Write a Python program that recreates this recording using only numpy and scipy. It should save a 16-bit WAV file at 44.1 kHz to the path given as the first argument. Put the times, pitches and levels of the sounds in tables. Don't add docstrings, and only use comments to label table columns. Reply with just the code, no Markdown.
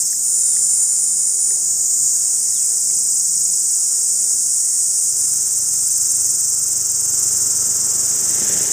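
import sys
import numpy as np
from scipy import signal
from scipy.fft import rfft, irfft, next_fast_len
from scipy.io import wavfile
from scipy.ndimage import uniform_filter1d, map_coordinates

SR = 44100
rng = np.random.default_rng(int(sys.argv[2]) if len(sys.argv) > 2 else 0)


def materialize(psi):
    bounded = np.clip(np.atleast_2d(psi).T, -1, 1)
    quanta = np.round(bounded * 32767).astype(np.int16)
    wavfile.write(sys.argv[1], SR, quanta)


def how_loud(loudness_db):
    steps = np.asarray(loudness_db, float) / 20
    return 10 ** steps


N = 384552
TIME = np.arange(N) / SR


def noise():
    return rng.standard_normal(N)


def unit(x):
    return x / np.sqrt(np.mean(x ** 2) + 1e-20)


def steady(x):
    return x / np.sqrt(np.abs(uniform_filter1d(x * x, size=SR // 3)) + 1e-9)


def curves(rows):
    s, *columns = np.transpose(rows)
    return [np.interp(TIME, s, column) for column in columns]


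def wobble(rate):
    return map_coordinates(rng.standard_normal(int(N * rate / SR) + 4), [TIME * rate])


def bumps(modes, f):
    return sum(db * np.exp(-((f - hz) / w) ** 2) for hz, w, db in modes)


def filtered(x, response):
    m = next_fast_len(N + 8192)
    return irfft(rfft(x, m) * response(np.fft.rfftfreq(m, 1 / SR)), m)[:N]


def above(x, edge_hz, soft_hz):
    return filtered(x, lambda hz: 1 / (1 + np.exp((edge_hz - hz) / soft_hz)))


def coloured(x, points, modes=()):
    f, db = np.transpose(points)
    hz = np.fft.rfftfreq(4096, 1 / SR)
    gain_db = np.interp(np.log(hz + 1), np.log(f), db) + bumps(modes, hz)
    cepstrum = irfft(np.log(how_loud(gain_db) + 1e-4))
    cepstrum[1:2048] *= 2
    cepstrum[2049:] = 0
    return unit(signal.fftconvolve(x, irfft(np.exp(rfft(cepstrum))))[:N])


def snaps(turns, lag, scatter, spread_db):
    whole = np.arange(1, int(turns[-1]))
    luck = rng.standard_normal((len(whole), 2))
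    at = np.interp(whole + lag, turns, np.arange(N))
    at = np.interp(whole + lag + scatter[at.astype(int)] * luck[:, 0], turns, np.arange(N))
    return np.bincount(at.astype(int), how_loud(spread_db * luck[:, 1]), N)


def rib_clicks(turns, scatter):
    inward = snaps(turns, 0, scatter, spread_db=1.5)
    inward = inward + how_loud(-8) * snaps(turns, .06, 2 * scatter, spread_db=3)
    outward = snaps(turns, .36, 1.8 * scatter, spread_db=3)
    outward = outward + how_loud(-4) * snaps(turns, .5, 2.5 * scatter, spread_db=3)
    return inward + how_loud(-6) * outward


def belly_ring(ribs, shape):
    # (frequency [Hz], level [dB per Hz])
    membrane = [(2500, -79), (3900, -42.5), (4500, -31), (5000, -16), (5600, -9.5), (6400, -6.5),
                (7000, -4), (8800, -3), (9500, -10), (10200, -20.5), (10700, -33), (13000, -31),
                (20000, -105)]
    # (frequency [Hz], width [Hz], level [dB])
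    belly = [
        [(5900, 1000, -5), (7100, 230, 7.5), (7680, 200, -4), (8750, 130, 1), (9290, 190, 10.5)],
        [(5800, 900, -4), (6950, 230, 7), (7550, 200, -3), (8700, 130, 1), (9170, 180, 9.5)],
        [(5800, 900, -2), (6850, 300, 6), (7700, 300, 1), (8700, 200, 5), (9500, 400, -4)],
        [(5800, 900, 0), (6850, 200, 4), (8050, 300, 3), (9150, 200, 3), (10050, 200, 5)],
        [(5600, 900, 2), (6500, 400, 3), (7500, 500, 3), (8600, 300, 2), (9900, 300, 0)],
    ]
    clicks = ribs + how_loud(-15.5) * noise()
    ring = np.zeros(N)
    for k, modes in enumerate(belly):
        share = np.clip(1 - np.abs(np.minimum(shape, len(belly) - 1) - k), 0, 1)
        ring += share * coloured(clicks, membrane, modes)
    return ring


def scraping(ribs, pump, rasp):
    # (frequency [Hz], level [dB per Hz])
    hiss_colour = [(8000, -37), (10500, 2.5), (12000, -1), (13500, 1.5), (15500, 1.5), (17000, -7)]
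    # (frequency [Hz], level [dB per Hz])
    rasp_colour = [(11000, -30), (12400, -12), (13100, -3), (13550, 0), (14100, -7), (15300, -10),
                   (17000, -14)]
    closing = np.exp(5 * (np.cos(pump - 1.7) - 1))
    opening = np.exp(5 * (np.cos(pump - 4.1) - 1))
    scrape = (closing + .3 * opening) * how_loud(2.5 * wobble(22))
    grit = (0.48 + 3 * uniform_filter1d(ribs, size=16)) * noise()
    return coloured(grit, hiss_colour) + 1.05 * rasp * coloured(grit * (.15 + scrape), rasp_colour)


def click_drone(turns, scatter):
    # (multiple of the click rate, level [dB])
    tones = [(1, -60), (2, -63), (3, -67), (4, -70), (5, -71)]
    even = np.clip(1.3 - 17 * scatter, 0, 1) * how_loud(3.5 * wobble(10))
    return even * sum(how_loud(db) * np.sin(2 * np.pi * k * turns) for k, db in tones)


def cicada():
    # (time [s], level [dB])
    effort = [(0, -20), (.2, -21), (.35, -18.5), (.75, -18), (1.2, -20), (1.72, -19), (2.05, -17),
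              (2.3, -19.5), (3, -19), (4, -19), (4.6, -19.5), (5.3, -19.5), (5.6, -20), (6.1, -18.5),
              (6.9, -20), (7.3, -18), (7.8, -19), (8.3, -18.5)]
    # (time [s], rate [clicks per s], timing scatter [cycles])
    buckling = [(0, 452, .03), (.14, 446, .02), (.63, 430.3, .017), (1.3, 423, .017), (1.89, 420, .02),
                (2.5, 431, .02), (3.16, 443, .022), (4.86, 447, .03), (5.6, 446, .05), (8.72, 445, .07)]
    # (time [s], stroke depth [dB])
    pumping = [(0, 7), (.17, 2.5), (.24, -0.4), (2.2, 0.9), (2.35, 0.4), (3, 4), (3.27, 3.4), (3.43, 4),
               (3.7, 2.5), (4.1, 1), (4.5, -0.2), (5.27, -1), (5.4, 3), (5.75, 2), (6.5, 3.5), (6.9, 4.5),
               (8.1, 3.5), (8.72, 4)]
    # (time [s], strokes so far [count])
    strokes = [(.015, 0), (.17, 3), (.234, 4), (2.28, 6), (2.766, 19), (3.186, 30), (3.319, 33),
               (3.919, 48), (4.373, 59), (4.73, 67), (5.326, 79), (5.416, 81), (5.679, 86), (6.304, 99),
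               (7.417, 123), (8.345, 142), (8.718, 150)]
    # (time [s], belly shape [number])
    posture = [(0, 4), (.15, 4), (.18, 1.6), (.45, 0), (.6, 0), (1.5, 1), (1.75, 2), (2.1, 2), (2.4, 3),
               (4.9, 3), (5.35, 3.85), (6, 4), (8.72, 5)]
    # (upper level [dB], sizzle level [dB], share of the stroke felt by the low band, rasp [0-1])
    voicing = [(-2, -18.5, 0, 0), (-1.5, -19, 0, 0), (-7, -16.5, 0, 0), (-3.5, -16.5, -0.52, .25),
               (-3.5, -14, 0.23, 0.99), (-8, -15, 0.36, .5)]
    rim_shut_db = [0, 0, 0, 9, 3, 2]
    settle_s, settle_half_s = 0.24, 0.11
    hitch_s, hitch_half_s = 5.14, 0.018

    (low_db,), (shape,), (depth_db,) = curves(effort), curves(posture), curves(pumping)
    rate, scatter = curves(buckling)
    upper_db, sizzle_db, low_share, rasp = (
        np.interp(shape, np.arange(len(voicing)), column) for column in np.transpose(voicing))
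    upper_db = upper_db - 0.89 * depth_db
    upper_db = upper_db - 8 * np.exp(-((TIME - hitch_s) / hitch_half_s) ** 2)
    sizzle_db = sizzle_db + 5.5 * np.exp(-((TIME - settle_s) / settle_half_s) ** 2)
    rasp = rasp * (TIME > settle_s)

    pump = 2 * np.pi * curves(strokes)[0]
    stroke = np.cos(pump) - 0.24 * np.cos(2 * pump + 0.1)
    opening_db = depth_db * how_loud(1.1 * wobble(7.8)) * stroke
    turns = np.cumsum(rate * (1 + 0.016 * rasp * np.cos(pump))) / SR
    ribs = rib_clicks(turns, scatter)

    ring = belly_ring(ribs, shape)
    upper = above(ring, 8400, 300)
    low = how_loud(low_db + low_share * opening_db) * steady(ring - upper)
    rim = above(upper, 9350, 150)
    rim_db = np.interp(shape, np.arange(len(rim_shut_db)), rim_shut_db) * np.minimum(stroke, 0)
    upper = upper + (how_loud(rim_db) - 1) * rim
    song = low + how_loud(upper_db + low_db + 1.55 * opening_db) * steady(upper)

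    sizzle = how_loud(low_db + sizzle_db) * steady(scraping(ribs, pump, rasp))
    return song, sizzle + click_drone(turns, scatter)


def branch(x):
    # (delay [ms], level [dB])
    returns = [
        (1.6, -38),
        (5.1, -14),
        (11.3, -17),
    ]
    # (frequency [Hz], width [Hz], level [dB])
    notches = [(6720, 108, -5), (8463, 47, -8.5), (8630, 53, -1), (9860, 55, -5.5), (6530, 44, 5),
               (6770, 37, 11), (7180, 55, 2), (7650, 92, 1), (7950, 60, 0.5), (9170, 100, -1),
               (8870, 22, -4), (9810, 54, 8.5), (10140, 55, 5)]

    def response(f):
        echoes = sum(how_loud(db) * np.exp(-2j * np.pi * f * ms / 1000) for ms, db in returns)
        return (1 + echoes) * how_loud(bumps(notches, f))

    heard = filtered(x, response)
    return heard * np.std(x) / np.std(heard)


def town():
    # (frequency [Hz], level [dB per Hz])
    wash_colour = [(18, -40), (40, -8.5), (100, 0.5), (170, -2), (400, -5), (700, -9), (1000, -14),
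                   (1600, -13.5), (2300, -16.5), (3200, -17.5), (4500, -15.5), (6000, -46.5)]
    # (frequency [Hz], level [dB])
    hum = [(172.3, -60)]
    wash = coloured(noise(), wash_colour)
    bright = wash - uniform_filter1d(wash, size=40)
    out = np.zeros(N)
    for part in (wash - bright, bright):
        out += how_loud(-50.5 + 1.3 * wobble(4) + 1.2 * wobble(9)) * part
    for hz, db in hum:
        out += how_loud(db + 3 + 2.2 * wobble(5)) * np.sin(2 * np.pi * hz * TIME + .5 * wobble(3))
    return out


def rustles():
    # (time [s], half length [s], frequency [Hz], width [Hz], level [dB])
    hisses = [
        (.25, .3, 4300, 400, -59),
        (2.55, .17, 1950, 300, -59.5),
        (4.7, .12, 1900, 250, -58),
    ]
    out = np.zeros(N)
    for s, half_s, hz, width, db in hisses:
        band = unit(filtered(noise(), lambda f: np.exp(-((f - hz) / width) ** 2)))
        out += how_loud(db) * np.exp(-((TIME - s) / half_s) ** 2) * band
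    return out


def small_hits():
    # (time [s], peak level [dB], frequency [Hz], 60 dB decay [s])
    ticks = [(0.1301, -42, 1816, 0.012), (0.5671, -36.5, 1867, 0.0093), (0.9308, -44, 1350, 0.0067),
             (1.5078, -38.5, 1840, 0.0085), (1.9634, -51, 1680, 0.012), (2.9033, -45, 2200, 0.01),
             (3.3493, -50, 2390, 0.012)]
    # (time [s], level [dB], frequency [Hz], 60 dB decay [s])
    knocks = [
        (1.34, -50, 415, .2),
        (1.5, -48, 405, .2),
        (1.56, -52, 680, .15),
        (2.0, -49, 120, .2),
        (3.28, -50, 165, .3),
    ]
    out, t = np.zeros(N + SR), TIME[:SR // 2]
    for hits, attack_s in ((ticks, .0004), (knocks, .015)):
        for s, db, hz, t60 in hits:
            envelope = how_loud(db + 12.0 - 60 * t / t60) * (1 - np.exp(-t / attack_s))
            out[round(s * SR):][:len(t)] += envelope * np.sin(2 * np.pi * hz * t)
    return out[:N]


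def birds():
    # (time [s], pitch [Hz], level [dB])
    whistles = [
        [(.37, 3900, -64), (.42, 3850, -55), (.5, 3650, -57), (.58, 3430, -55), (.63, 3350, -66)],
        [(2.535, 4050, -64), (2.55, 3850, -48), (2.58, 3300, -47), (2.592, 3050, -60), (2.605, 2800, -57),
         (2.635, 2500, -51), (2.655, 2250, -60), (2.685, 1900, -57), (2.72, 1600, -62)],
    ]
    out, t = np.zeros(N), TIME[:SR // 4]
    for rows in whistles:
        hz, db = curves(rows)
        sounding = (TIME > rows[0][0]) * (TIME < rows[-1][0])
        out += how_loud(db + 3 * wobble(120)) * np.sin(2 * np.pi * np.cumsum(hz) / SR) * sounding
    tail = how_loud(-60 * t / .3) * rng.standard_normal(len(t))
    return out + how_loud(-5) * signal.fftconvolve(out, tail / np.linalg.norm(tail))[:N]


def bursts(turns, scatter, spread_db, decay_s, rate):
    luck = rng.standard_normal((int(turns[-1]) + 2, 2))[turns.astype(int)]
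    age = (turns % 1 - .25 - np.clip(scatter * luck[:, 0], -.24, .4)) / rate
    return how_loud(spread_db * luck[:, 1]) * np.exp(-np.abs(age) / decay_s) * (age >= 0)


def motorbike():
    # (time [s], distance [m])
    approach = [(4.85, 63), (5.6, 75), (6.95, 41.6), (7.2, 27), (7.5, 28.4), (8, 20.6), (8.25, 17),
                (8.52, 9.4), (8.72, 12.3)]
    # (time [s], rate [firings per s])
    engine = [(4.85, 26.4), (6, 25.4), (7, 24.8), (7.7, 24.2), (8.05, 25.3), (8.72, 26.9)]
    # (level at 10 m [dB], share of the distance loss)
    at_ten_m = [
        (-43.5, 0.46),
        (-35, 1.14),
        (-38, 0.99),
    ]
    # (frequency [Hz], level [dB])
    thump_colour = [(35, -51), (70, -6), (100, 8.5), (135, 11.5), (190, -26), (300, -19)]
    # (frequency [Hz], level [dB])
    pipe_colour = [(88, -27), (150, -3.5), (227, -1.5), (279, -8.5), (380, -1), (724, -12), (900, -10.5),
                   (1170, -48), (1980, -120)]
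    # (frequency [Hz], level [dB per Hz])
    clatter_colours = [
        [(500, -28), (900, -7), (1350, -1), (1700, -7), (2200, -13), (2900, -11.5), (3500, -14.5), (4500, -21),
         (6000, -41)],
        [(500, -30), (900, -12), (1300, -8.5), (1850, -3.5), (2400, -10.5), (3000, -9.5), (3600, -10.5),
         (4500, -16), (6000, -47)],
    ]

    metres, = curves(approach)
    rate, = curves(engine)
    thump_db, pipe_db, clatter_db = (db - share * 20 * np.log10(metres / 10) for db, share in at_ten_m)
    thump_db = thump_db + 1.5 * (rate.mean() - rate)
    turns = np.cumsum(rate) / SR
    firing = bursts(turns, 0.014, spread_db=1.5, decay_s=0.0053, rate=rate)
    gate = bursts(turns, .03, spread_db=0.5, decay_s=0.0061, rate=rate) + 2.5

    thump = coloured(firing, thump_colour)
    pipe = coloured(gate * noise() + 1.76 * firing, pipe_colour)
    far_rattle, near_rattle = (coloured(gate * noise(), colour) for colour in clatter_colours)
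    near = np.clip((21 - metres) / (21 - 11.7), 0, 1)
    clatter = np.sqrt(1 - near) * far_rattle + np.sqrt(near) * near_rattle
    bike = how_loud(thump_db) * thump + how_loud(pipe_db) * pipe + how_loud(clatter_db) * clatter
    return bike * np.clip((TIME - 4.95) / .35, 0, 1)


def scene():
    song, sizzle = cicada()
    mix = branch(song) + sizzle + town() + rustles() + small_hits() + birds() + motorbike()
    return np.tile(mix, (2, 1))


def low_pass(x):
    return signal.sosfilt(signal.butter(12, 16680, fs=SR, output="sos"), x)


def record(dry):
    bent = dry[0] + how_loud(-23.5) * filtered(dry[0] ** 2, lambda hz: hz / (hz + 150))
    bent = bent / (1 + np.abs(bent / .9) ** 6) ** (1 / 6)
    top_hz = 15550
    kept = filtered(bent, lambda hz: np.clip((top_hz - hz) / 60, 0, 1) / (1 + (30 / (hz + 1)) ** 4))
    return low_pass(np.tile(kept, (2, 1)))


dry = scene()
out = record(dry)
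materialize(out)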